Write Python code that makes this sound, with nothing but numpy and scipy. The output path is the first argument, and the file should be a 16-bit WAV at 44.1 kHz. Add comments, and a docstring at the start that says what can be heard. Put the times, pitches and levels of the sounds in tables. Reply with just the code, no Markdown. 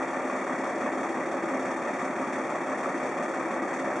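"""The loping clatter of a six-cylinder diesel work truck, idling some way off on a quiet street at night.
Each firing booms, knocks, rattles and ticks; the cylinders differ, so the pattern comes round about
six times a second. A throbbing drone and thin whines follow the engine speed. The microphone faces
the truck, and the street adds a short echo and a little width."""
import sys
import numpy as np
from scipy import signal
from scipy.fft import rfft, irfft
from scipy.io import wavfile

SR = 44100
rng = np.random.default_rng(int(sys.argv[2]) if len(sys.argv) > 2 else 0)


def store_wav(level_fs):
    """Save 16-bit WAV to argv[1]."""
    pcm = np.round(np.clip(np.atleast_2d(level_fs), -1, 1) * 32767)
    wavfile.write(sys.argv[1], SR, pcm.T.astype(np.int16))


N = 176400

# Relative strength of each cylinder, in firing order:
# (boom [dB], hum [dB], whine [dB], knock [dB], rattle [dB], tick [dB])
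CYLINDERS = [(-1, 3, 2.8, 1.5, -0.5, 6.5), (-2, -5, -4, -2.5, 1.5, 3), (.5, -1, -0.5, -0.5, 0, 6),
             (-3.5, -5.5, 0.5, -2.5, -3.5, 3.5), (-1, -5, -4, 1.5, 0.5, 6.5), (0.5, 3.5, 2, -0.5, 0.5, 4)]
# The four parts of a firing, heard from down the street: (frequency [Hz], relative level [dB])
BOOM_SPECTRUM = [(25, -50), (45, -52), (70, -26), (105, -21), (150, -11.5), (215, -1), (290, 2), (350, 1.5),
                 (440, -4), (600, -1.5), (1000, -21), (2000, -67)]
KNOCK_SPECTRUM = [(200, -54), (400, -11), (500, -5), (720, 1.5), (820, 2), (900, -3), (1000, -2), (1200, 2),
                  (1330, -1.5), (1500, -7), (1680, -6.5), (1830, -5), (2050, -13.5), (2350, -8.5),
                  (2700, -20), (3300, -36.5), (5000, -39), (9000, -70)]
RATTLE_SPECTRUM = [(1300, -34), (1620, -26), (1730, 0), (1820, 0), (1880, -0.5), (1990, 0.5), (2100, -5.5),
                   (2220, -1), (2330, -7.5), (2900, -40.5)]
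TICK_SPECTRUM = [(800, -11.5), (1800, 15), (2600, 5), (3100, 9), (3310, 12), (3450, 4), (3600, 7),
                 (3800, -6), (4400, 0), (5400, 7), (5700, 1), (5920, 6), (6100, -1), (6330, 4),
                 (6850, -3.5), (7220, 0.5), (7550, 0.5), (8000, -5.5), (8480, -3.5), (8950, -9.5),
                 (9500, -8.5), (10000, -14.5), (10800, -26)]


def engine_clatter():
    """Low boom, combustion knock, metallic rattle and injector ticks, all on the same firings."""
    starts = firing_times()
    boom_db, _, _, knock_db, rattle_db, tick_db = np.array(CYLINDERS).T
    boom = firings(starts, boom_db, attack_s=0.0014, decay_s=0.01,
                   gap_s=0.01275, second_db=0, repeat_share=0.19, scatter_db=0.6)
    knock = firings(starts, knock_db, attack_s=0.0008, decay_s=0.017,
                    gap_s=0.015, second_db=-2, repeat_share=0.2, scatter_db=0.42)
    rattle = firings(starts, rattle_db, attack_s=0.00088, decay_s=0.017,
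                     gap_s=0.0069, second_db=1, repeat_share=0.12, scatter_db=0.2)
    tick = firings(starts, tick_db, attack_s=0.00063, decay_s=0.03,
                   gap_s=0.006, second_db=2, repeat_share=0.48, scatter_db=1.4)
    return (level(colour(boom, BOOM_SPECTRUM), db=-35.5)
            + level(colour(knock, KNOCK_SPECTRUM), db=-35)
            + level(colour(rattle, RATTLE_SPECTRUM), db=-45)
            + level(colour(tick, TICK_SPECTRUM), db=-45.5))


def firings(starts, cylinder_db, attack_s, decay_s, gap_s, second_db, repeat_share, scatter_db):
    """Each firing strikes twice, mixing its cylinder's own repeating ring with fresh noise."""
    def blow(age):
        age = np.maximum(age, 0)
        return (1 - np.exp(-age / attack_s)) * np.exp(-age / decay_s)

    size = SR // 8
    t = np.arange(size) / SR
    envelope = np.hypot(blow(t), undb(second_db) * blow(t - gap_s))  # the two blows add in power
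    own_ring = rng.standard_normal((len(cylinder_db), size))
    out = np.zeros(N + 2 * SR)  # a spare second at each end
    for k, start in enumerate(starts):
        cylinder = k % len(cylinder_db)
        fresh = rng.standard_normal(size)
        ring = np.sqrt(repeat_share) * own_ring[cylinder] + np.sqrt(1 - repeat_share) * fresh
        gain = undb(cylinder_db[cylinder] + scatter_db * rng.standard_normal())
        onset = SR + int(start * SR)
        out[onset:onset + size] += ring * envelope * gain
    return out[SR:SR + N]


def firing_times(jitter_s=0.00022):
    """Slightly uneven firing instants, starting a cycle early so the truck is already running."""
    t = np.arange(-SR // 2, N + SR // 2) / SR
    numbers = np.arange(-len(CYLINDERS), firing_count(np.arange(N) / SR)[-1])
    return np.interp(numbers, firing_count(t), t) + jitter_s * rng.standard_normal(len(numbers))


# The nearly steady idle: (time [s], firing rate [Hz])
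IDLE_SPEED = [(0, 35.61), (.5, 35.56), (1.7, 35.51), (2.5, 35.57), (3.2, 35.52), (4, 35.49)]


def firing_count(t, first_firing_s=0.0166):
    """How many firings have passed at the times t; every engine sound follows this count."""
    count = np.cumsum(np.interp(t, *np.array(IDLE_SPEED).T)) / SR
    return count - np.interp(first_firing_s, t, count)


# Swell and fade of the hum at the microphone: (time [s], relative level [dB])
HUM_SWELL = [(0, -43.5), (.3, -42), (.75, -47.5), (1.1, -44.5), (1.3, -47.5), (1.55, -40), (2, -51),
             (2.3, -42), (2.52, -54.5), (2.9, -44), (3.3, -45.5), (3.55, -44), (4, -46)]
# Whines that turn with the engine: (order [multiple of the cycle rate], level [dB])
WHINES = [(56, -45.5), (59, -51), (62, -52.5), (66, -52.5), (69, -61), (84, -52.5), (90, -47), (93, -46),
          (99, -54.5), (102, -44.5), (121, -53.5), (123, -49.5), (147, -50), (159, -48.5), (168, -56),
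          (191, -52), (202, -54)]


def engine_drone(hum_order=44, hum_gain_db=4.5):
    """A hum near 260 Hz and the thinner whines above it throb with each engine cycle."""
    _, hum_db, whine_db, *_ = np.array(CYLINDERS).T
    hum = engine_tone(hum_order, slip_rad=0.2, flutter_db=-0.6) * undb(curve(HUM_SWELL) + hum_gain_db)
    whines = sum(undb(db) * engine_tone(order, slip_rad=0.17, flutter_db=0.9) for order, db in WHINES)
    return hum * lope(hum_db) + whines * lope(whine_db)


def engine_tone(order, slip_rad, flutter_db):
    """A tone locked to a multiple of the cycle rate; it slips a little in phase and flutters."""
    cycles = firing_count(np.arange(N) / SR) / len(CYLINDERS)
    phase = 2 * np.pi * (order * cycles + rng.random()) + slip_rad * drift(rate_hz=8.2)
    flutter = undb(flutter_db * drift(rate_hz=9))
    return level(np.sin(phase) * flutter, 0)


def lope(cylinder_db):
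    """Gain that rises and falls smoothly with the cylinder that is firing, rms 1."""
    cylinders = len(cylinder_db)
    count = firing_count(np.arange(N) / SR)
    gain_db = np.interp(count, np.arange(cylinders) + 0.5, cylinder_db, period=cylinders)
    return level(undb(gain_db), 0)


def street_echo(x, t60_s, delay_s):
    """Scattered reflections from the street that die away, about as strong as the sound itself."""
    t = np.arange(N) / SR
    tail = rng.standard_normal(N) * np.exp(-np.log(1000) * t / t60_s) * (t >= delay_s)
    tail /= np.sqrt(np.sum(tail ** 2))
    return irfft(rfft(x) * rfft(tail), N)


def undb(db):
    """Decibels to gain."""
    return 10 ** (np.asarray(db) / 20)


def level(x, db):
    """Scale to an rms level."""
    return x * undb(db) / np.sqrt(np.mean(x ** 2))


def curve(rows):
    """Join (time [s], value) rows by straight lines."""
    return np.interp(np.arange(N) / SR, *np.array(rows, float).T)


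def colour(x, points):
    """Filter by (frequency [Hz], gain [dB]) points on a log-frequency axis."""
    hz, db = np.array(points, float).T
    f = np.maximum(np.fft.rfftfreq(N, 1 / SR), 1)
    gain = undb(np.interp(np.log(f), np.log(hz), db))
    return irfft(rfft(x) * gain, N)


def drift(rate_hz):
    """Smooth random wander, rms 1."""
    f = np.fft.rfftfreq(N, 1 / SR)
    lowpass = np.exp(-(f / rate_hz) ** 2)
    return level(irfft(rfft(rng.standard_normal(N)) * lowpass, N), 0)


# Share of the sound that differs between left and right: (frequency [Hz], side level [dB])
STEREO_WIDTH = [(30, -9), (60, -7), (130, -13), (400, -21), (900, -19.5), (1800, -11), (3300, -12),
                (4500, -5.5), (6000, -7), (7000, -4.5), (10000, -1)]


def scene(echo_db=-7.5):
    """The truck some way off, straight ahead of the microphone; near reflections spread it sideways."""
    clatter = engine_clatter()
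    echo = undb(echo_db) * street_echo(clatter, t60_s=0.58, delay_s=0.0092)
    mid = clatter + echo + engine_drone()
    side = colour(street_echo(mid, t60_s=0.1, delay_s=0), STEREO_WIDTH)
    return np.array([mid + side, mid - side])


# Narrow dips in the recorder's response: (frequency [Hz], width of the broader notch [Hz])
RECORDER_NOTCHES = [(3040, 695), (4030, 340), (5030, 1000)]


def record(dry, top_hz=10850):
    """Behind the microphone, the recorder notches three narrow bands and cuts the top."""
    for hz, width_hz in RECORDER_NOTCHES:
        for q in (hz / width_hz, 2 * hz / width_hz):
            dry = signal.lfilter(*signal.iirnotch(hz, q, fs=SR), dry)
    steep_lowpass = signal.ellip(10, 0.2, 80, top_hz, fs=SR, output="sos")
    return signal.sosfilt(steep_lowpass, dry)


dry = scene()
out = record(dry)
store_wav(out)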